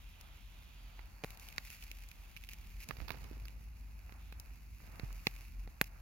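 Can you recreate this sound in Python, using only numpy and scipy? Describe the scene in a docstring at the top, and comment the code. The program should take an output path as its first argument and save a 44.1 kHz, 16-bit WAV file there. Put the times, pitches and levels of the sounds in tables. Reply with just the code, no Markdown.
"""Outdoors in still forest air, at a campfire; a hand-held phone, two microphones, close above the grate.
Meat grills on skewers. Far back lie a deep rumble and a low drone; nearer, steam hisses from the wood.
Just below the phone fat fizzes, spurts and ticks on the embers, and the charcoal bursts with sharp pops.
Now and then fingers shift on the case, right beside the right microphone."""
import sys
import numpy as np
from scipy import signal
from scipy.fft import rfft, irfft
from scipy.io import wavfile

SR = 44100
rng = np.random.default_rng(int(sys.argv[2]) if len(sys.argv) > 2 else 0)


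def master(y):
    """Save y as 16-bit WAV."""
    cut = np.clip(np.atleast_2d(y).T, -1, 1)
    pcm = np.round(cut * 32767)  # scale
    wavfile.write(sys.argv[1], SR, pcm.astype(np.int16))


N = 265041
TIME = np.arange(N) / SR


def undb(db):
    """Decibels to amplitude."""
    return 10 ** (np.asarray(db) / 20)


def unit(x):
    """Scale each channel to rms 1."""
    return x / np.sqrt(np.mean(x ** 2, axis=-1, keepdims=True))


def curve(rows, column=1):
    """One column of a table, joined by straight lines in time."""
    rows = np.array(rows)
    return np.interp(TIME, rows[:, 0], rows[:, column])


def add(track, s, sound):
    """Mix a sound into a track at time s."""
    start = int(round(s * SR))
    a, b = max(start, 0), min(start + sound.shape[-1], N)
    if b > a:
        track[..., a:b] += sound[..., a - start:b - start]


def butter(x, hz, kind, order=2):
    """Causal low-pass or high-pass."""
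    return signal.sosfilt(signal.butter(order, hz, kind, fs=SR, output="sos"), x)


def resonate(x, hz, width_hz):
    """Two like damped resonances in series, gain 1 at their centre."""
    b, a = signal.iirpeak(hz, hz / width_hz, fs=SR)
    return signal.lfilter(b, a, signal.lfilter(b, a, x))


def colour(x, points, size=8192):
    """Causal filter through (Hz, dB) points, from the cepstrum of its gain."""
    hz, db = np.transpose(points)
    gain = undb(np.interp(np.log(np.fft.rfftfreq(size, 1 / SR) + 1), np.log(hz), db))
    cepstrum = irfft(np.log(gain))
    cepstrum[1:size // 2] *= 2
    cepstrum[size // 2 + 1:] = 0
    return signal.fftconvolve(x, irfft(np.exp(rfft(cepstrum))))[:len(x)]


def wander(per_s):
    """Smooth random drift with a spread near 1."""
    knots = rng.standard_normal(2048)
    return np.interp(TIME * per_s, np.arange(len(knots)), knots)


def fade(t, t60):
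    """Exponential decay, 60 dB down at t60."""
    return np.exp(-np.log(1000) * t / t60)


def gate(s, length, edge):
    """A soft gate; edge is the share of its length spent rising and falling."""
    opening = np.zeros(N)
    add(opening, s, signal.windows.tukey(int(length * SR), edge))
    return opening


def spread(make, apart):
    """Two channels that share one sound and each have some of their own."""
    shared = make()
    return np.array([unit(shared + apart * make()) for _ in range(2)])


def grains(per_s, scatter_db):
    """A rain of tiny clicks, a few larger than the rest."""
    size = undb(scatter_db * np.minimum(rng.exponential(size=N), 5))
    return unit((rng.random(N) < per_s / SR) * size * rng.standard_normal(N))


def place(s, sound, lag_ms, pan_db_per_ms=3.5):
    """A sound from one spot in the coal bed: later and softer at the farther microphone."""
    out = np.zeros((2, N))
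    pan_db = pan_db_per_ms * lag_ms
    add(out[0], s, sound[0] * undb(pan_db / 2))
    add(out[1], s + lag_ms / 1000, sound[1] * undb(-pan_db / 2))
    return out


def burst(thump_db, ring_db, snap_db, splinter_db, ring_hz, ring_width=1500, puff_s=0.00082,
          knock_hz=680, knock_width=650, knock_share=0.22, snap_hz=4350, snap_width=2000,
          scatter=0.16, scatter_t60=0.011, splinter_t60=0.018):
    """One sudden break, in stereo: a pressure puff, a hollow ring, a brittle snap and splinters."""
    t = np.arange(4096) / SR
    grit = rng.standard_normal((3, 2, len(t)))
    tail = 0.027 * fade(t, t60=0.11)
    # one sharp fracture, then its scatter from the coal bed and the ground
    fracture = (t == 0) + scatter * grit[:2] * (fade(t, scatter_t60) + tail)
    # the puff swings below zero as the air flows back; the whole lump knocks with it
    puff = butter(butter(np.exp(-t / puff_s), 115, "high"), 1900, "low")
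    knock = resonate(fracture[1], knock_hz, knock_width)
    thump = unit(puff) + knock_share * unit(knock)
    ring = resonate(fracture[0], ring_hz, ring_width)
    # the snap swings against the ring, which leaves a hollow between the two
    snap = -resonate(fracture[0], snap_hz, snap_width)
    chips = 3.2 * grit[2] * np.abs(grit[2])  # many specks, a few larger pieces
    spray = 14 * (t == 0) + chips * (fade(t, splinter_t60) + tail)
    splinters = butter(spray, 7400, "high", order=3)
    parts = ((thump, thump_db - 1.0), (ring, ring_db + 1.2),
             (snap, snap_db + 0.098), (splinters, splinter_db - 0.5))
    level_window = 0.005 * SR  # levels count each part's energy as if packed into 5 ms
    return sum(unit(x) * undb(db) for x, db in parts) * np.sqrt(level_window / len(t))


# Deep outdoor rumble, all around: (frequency [Hz], gain [dB])
RUMBLE_SPECTRUM = [(20, -34.5), (32, -1), (45, 5), (60, 4.5), (80, -0.5), (130, -10.5), (200, -15.5),
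                   (300, -23.5), (500, -41), (1000, -62)]
# Low drone in the background: (time [s], pitch [Hz])
DRONE_PITCH = [(0, 43.2), (2.6, 44.4), (3.1, 50.47), (3.6, 52.1), (4.8, 52.3), (5.1, 44.15), (5.6, 46.3),
               (6.01, 43.7)]
# Swells of the drone: (start [s], length [s], rise [dB])
DRONE_SWELLS = [(2.554, 0.29, 8.5), (2.977, 2.75, 6), (5.462, 0.243, 7)]


def rumble_and_drone(rumble_db=-57, drone_db=-53.5, throb_db=3.0, edge_s=0.053):
    """A low drone wavers and throbs; the rumble swells with it, about half as far."""
    rise_db = sum(db * gate(s, length, edge=2 * edge_s / length) for s, length, db in DRONE_SWELLS)
    rumble = spread(lambda: colour(rng.standard_normal(N), RUMBLE_SPECTRUM), apart=0.45)
    rumble *= undb(rumble_db + 0.48 * rise_db)
    pitch_hz = curve(DRONE_PITCH) + 0.87 * wander(14)
    drone = np.sin(2 * np.pi * np.cumsum(pitch_hz) / SR)
    return rumble + drone * undb(drone_db + rise_db + throb_db * wander(12))


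# Draught at the fire: (frequency [Hz], gain [dB])
DRAUGHT_SPECTRUM = [(150, -1), (400, -9.5), (850, -2), (1400, -2.5), (2650, -12.5), (3100, -22),
                    (6000, -28)]
# The fire's steady activity: (time [s], relative sizzle level [dB], relative draught level [dB])
FIRE_ACTIVITY = [(0.0, -75, -72), (1.2, -75.5, -74.5), (1.45, -75, -69.5), (1.72, -67, -75),
                 (2.16, -74, -74.5), (2.84, -71, -76), (3.1, -71, -70), (3.62, -76, -77.5),
                 (4.12, -75.5, -72.5), (4.82, -74, -77.5), (4.99, -72.5, -69), (5.29, -68, -72.5),
                 (5.71, -76.5, -72), (6.01, -76.5, -73.5)]


def draught(gain_db=4.5, flicker_db=2.36):
    """Moving air murmurs softly and unevenly."""
    murmur = spread(lambda: colour(rng.standard_normal(N), DRAUGHT_SPECTRUM), apart=2.24)
    return murmur * undb(curve(FIRE_ACTIVITY, column=2) + gain_db + flicker_db * wander(8.9))


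def steam_whistle(start_s=0.7, length_s=1.26, level_db=-72, hz=4700, sag_hz_per_s=410, width_hz=260):
    """A narrow crack sings: a thin band of hiss whose pitch sags as the pressure runs out."""
    phase = 2 * np.pi * np.cumsum(hz - sag_hz_per_s * (TIME - start_s)) / SR
    flutter = lambda: butter(rng.standard_normal(N), width_hz / 2, "low")
    tone = spread(lambda: flutter() * np.sin(phase) + flutter() * np.cos(phase), apart=0.76)
    return tone * undb(level_db) * gate(start_s, length_s, edge=0.15)


# Faint steam under the grate: (start [s], length [s], centre [Hz], resonance width [Hz], level [dB])
STEAM_JETS = [(-.2, 1.42, 3340, 1550, -64.5), (1.2, 1.77, 3240, 1480, -69),
              (4.168, 0.21, 3470, 1500, -68.5)]


def steam_hiss():
    """Steam escapes from narrow cracks in the wood, each hissing at its own pitch."""
    out = np.zeros((2, N))
    for s, length, hz, width, db in STEAM_JETS:
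        hiss = spread(lambda: resonate(rng.standard_normal(N), hz, width), apart=1.0)
        out += hiss * undb(db) * gate(s, length, edge=0.4)
    return out


# Handling noise, fingers sliding on the case: (peak time [s], level [dB], t60 [s])
FINGER_RUBS = [(2.901, -44, 0.26), (3.02, -46.5, 0.31), (3.12, -47, 1.78), (4.82, -56.5, 1.0),
               (5.04, -56, .6)]
# That rubbing, heard through the case: (frequency [Hz], gain [dB])
RUB_SPECTRUM = [(40, 0), (100, 11), (300, -6), (700, -12.5), (1500, -17), (2500, -19.5), (5000, -15.5),
                (12000, -42)]
# Taps right beside the right microphone: (time [s], level [dB], hardness [dB])
FINGER_TAPS = [(.9925, -50.5, -2), (2.9091, -36, -5), (2.9687, -53, 7), (3.0023, -47.5, -2),
               (3.081, -50.5, 6), (3.0833, -49, 12), (3.0932, -47, 5), (3.105, -35.5, 1.5),
               (3.1182, -53.5, 13), (3.142, -54, -2), (3.4548, -57.5, 16), (4.0945, -55, -5),
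               (4.803, -61, -16), (5.035, -57.5, -19), (5.1062, -55.5, -13)]
# The grip bumps the case: (time [s], level before the low-pass [dB], pitch [Hz], t60 [s])
GRIP_BUMPS = [(2.909, -48, 130, .025), (3.012, -33.5, 60, 0.24), (3.251, -46, 349.7, 0.018),
              (3.312, -31, 306, 0.012), (3.325, -43, 332, 0.016), (3.369, -39, 331, 0.013),
              (5.033, -23.5, 111, 0.044)]


def fingers(leak_db=-22, rub_rise_db_per_s=450, case_hz=1340):
    """Rubs, taps and bumps travel through the case, almost only to the right microphone."""
    pressure = np.zeros(N)
    for s, db, t60 in FINGER_RUBS:
        rise = undb(db - rub_rise_db_per_s * np.maximum(s - TIME, 0))
        pressure += rise * fade(np.maximum(TIME - s, 0), t60)
    case = unit(colour(grains(per_s=1800, scatter_db=3.0), RUB_SPECTRUM)) * pressure
    for s, db, hard_db in FINGER_TAPS:
        tap = burst(thump_db=db, ring_db=db - 5, snap_db=db + hard_db - 5.5,
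                    splinter_db=db + hard_db - 8.5, ring_hz=case_hz, puff_s=0.00016,
                    knock_hz=950, knock_share=0.59, scatter=0.17, scatter_t60=0.018)
        add(case, s, tap[0])
    t = TIME[:SR // 2]
    for s, db, hz, t60 in GRIP_BUMPS:
        bump = np.sin(2 * np.pi * hz * t) * fade(t, t60)
        add(case, s, undb(db) * butter(bump, 520, "low"))
    return np.array([case * undb(leak_db), case])


# Boiling fat at close range: (frequency [Hz], gain [dB])
SIZZLE_SPECTRUM = [(600, -15.5), (1500, -5), (2300, 3.5), (2750, 4.5), (3200, -2.5), (3900, 1), (4600, 4.5),
                   (6800, -6.5), (8200, -8), (12000, -5.5), (15500, -5.5)]
# Fat spurting onto the embers: (start [s], length [s], level [dB])
FAT_SPURTS = [(1.231, .13, -61), (1.39, .13, -58.5), (1.648, 0.043, -57.5), (1.704, 0.05, -52),
              (1.807, 0.043, -62), (2.364, 0.015, -56.5), (2.488, 0.06, -57.5), (2.801, 0.047, -53),
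              (5.855, 0.027, -58.5)]


def sizzle(gain_db=8, flicker_db=1.0, spit_db=-3):
    """Countless fat bubbles burst, a few spit on their own, and drips on the embers add dense spurts."""
    bubbles = spread(lambda: colour(grains(per_s=5500, scatter_db=1.5), SIZZLE_SPECTRUM), apart=1.0)
    spits = spread(lambda: colour(grains(per_s=110, scatter_db=0.5), SIZZLE_SPECTRUM), apart=0.35)
    fizz = spread(lambda: colour(grains(per_s=4500, scatter_db=3.5), SIZZLE_SPECTRUM), apart=0.45)
    spurts = sum(undb(db) * gate(s, length, edge=0.27) for s, length, db in FAT_SPURTS)
    heat_db = curve(FIRE_ACTIVITY)
    # the harder the fat boils, the more the single spits stand out
    spits *= undb(spit_db + 0.5 * (heat_db - heat_db.max()))
    return (bubbles + spits) * undb(heat_db + gain_db + flicker_db * wander(30)) + fizz * spurts


# Drops on the embers, one spot under the meat: (time [s], level [dB], ring above that level [dB])
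FAT_TICKS = [(0.211, -53.5, -13), (1.305, -52, -4.5), (1.3732, -56, -8), (1.3971, -54.5, -7),
             (1.4872, -51.5, -1.5), (1.5258, -58, -1), (1.7026, -50, -4), (1.825, -54.5, 1),
             (1.8381, -52.5, -10), (1.9148, -47, -2), (2.0218, -61.5, -1), (2.0881, -57, -12),
             (2.1146, -55.5, 0.5), (2.365, -58.5, 9), (2.371, -58.5, 7), (2.4378, -56, 2),
             (2.4893, -51.5, 3), (2.534, -51, -1.5), (2.888, -46, -8), (3.2417, -58.5, -4),
             (3.4827, -57, 3.5), (4.3987, -48, -31), (5.1278, -55.5, -11), (5.363, -59, 1.5),
             (5.8416, -52, -5)]


def fat_ticks():
    """Drops of fat burst like tiny pops: all snap and spray, hardly any thump."""
    out = np.zeros((2, N))
    for s, db, ring_db in FAT_TICKS:
        tick = burst(thump_db=db - 14.5, ring_db=db + ring_db, snap_db=db - 1, splinter_db=db - 1,
                     ring_hz=2580, ring_width=1730, snap_hz=4620, snap_width=2900,
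                     scatter=0.21, splinter_t60=0.014)
        out += place(s, tick, lag_ms=0.05)
    return out


# Coals bursting close below the microphones: (time [s], level [dB], thump above that level [dB],
# brittleness [dB], knock [Hz], ring [Hz], lag at the right microphone [ms])
COAL_POPS = [(1.2379, -45.5, 5, -1, 425, 2370, -0.081), (1.2446, -45.5, 8, 2, 430, 1500, -0.045),
             (1.5813, -36.5, -11.5, -4.5, 440, 1850, .42), (4.1237, -58, 2, -2, 700, 1570, -0.34),
             (4.3248, -53, -1.5, 2, 687, 2060, 0.13), (4.9966, -47.5, 2.5, -1.5, 755, 2000, 0.22),
             (5.2695, -29.5, -1, -3, 720, 2050, 0.077), (5.6755, -61, 10, -2, 650, 1462, .02),
             (5.8133, -26.5, -2, 5, 740, 1920, -0.074)]


def coal_pops(big_pop_db=-27.5, echo_s=0.002935, echo_db=-11.5, echo_hz=1100):
    """Each coal bursts at its own spot in the bed, followed by one short, dull, inverted echo."""
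    out = np.zeros((2, N))
    for s, db, thump_db, brittle_db, knock_hz, ring_hz, lag_ms in COAL_POPS:
        knock_db = -5.5 + 0.35 * (db - big_pop_db)  # bigger pops knock more
        snap_db = db - 2 - 0.76 * brittle_db  # a brittle coal snaps less and splinters more
        splinter_db = db - 8 + brittle_db
        pop = burst(db + thump_db, db, snap_db, splinter_db, ring_hz,
                    knock_hz=knock_hz, knock_width=530, knock_share=undb(knock_db))
        out += place(s, pop, lag_ms)
    add(out, echo_s, -undb(echo_db) * butter(out, echo_hz, "low"))
    return out


def scene():
    """Everything that reaches the phone above the grate, left and right."""
    grill = coal_pops() + fat_ticks() + sizzle() + steam_hiss() + steam_whistle()
    background = draught() + rumble_and_drone()
    return grill + background + fingers()


# The phone's two microphone ports: (frequency [Hz], left gain [dB], right gain [dB])
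PORT_RESPONSE = [(104, 0, -0.5), (834, 1.5, 2.5), (1040, -1.5, 1), (1700, -5.5, 2.5), (2550, -2.5, 6),
                 (3160, -8, -3), (4700, -6, -5), (6870, 6.5, -6), (8050, -3, -38.5), (9740, 2.5, -5),
                 (12960, 6, -1), (16100, -5, 3)]


def record(dry, top_hz=15900):
    """Each port has its own resonance and notch; the phone cuts the top."""
    hz, *sides = np.transpose(PORT_RESPONSE)
    heard = np.array([colour(x, np.transpose([hz, db])) for x, db in zip(dry, sides)])
    return signal.sosfilt(signal.ellip(10, 0.2, 70, top_hz, fs=SR, output="sos"), heard)


dry = scene()
out = record(dry)
master(out)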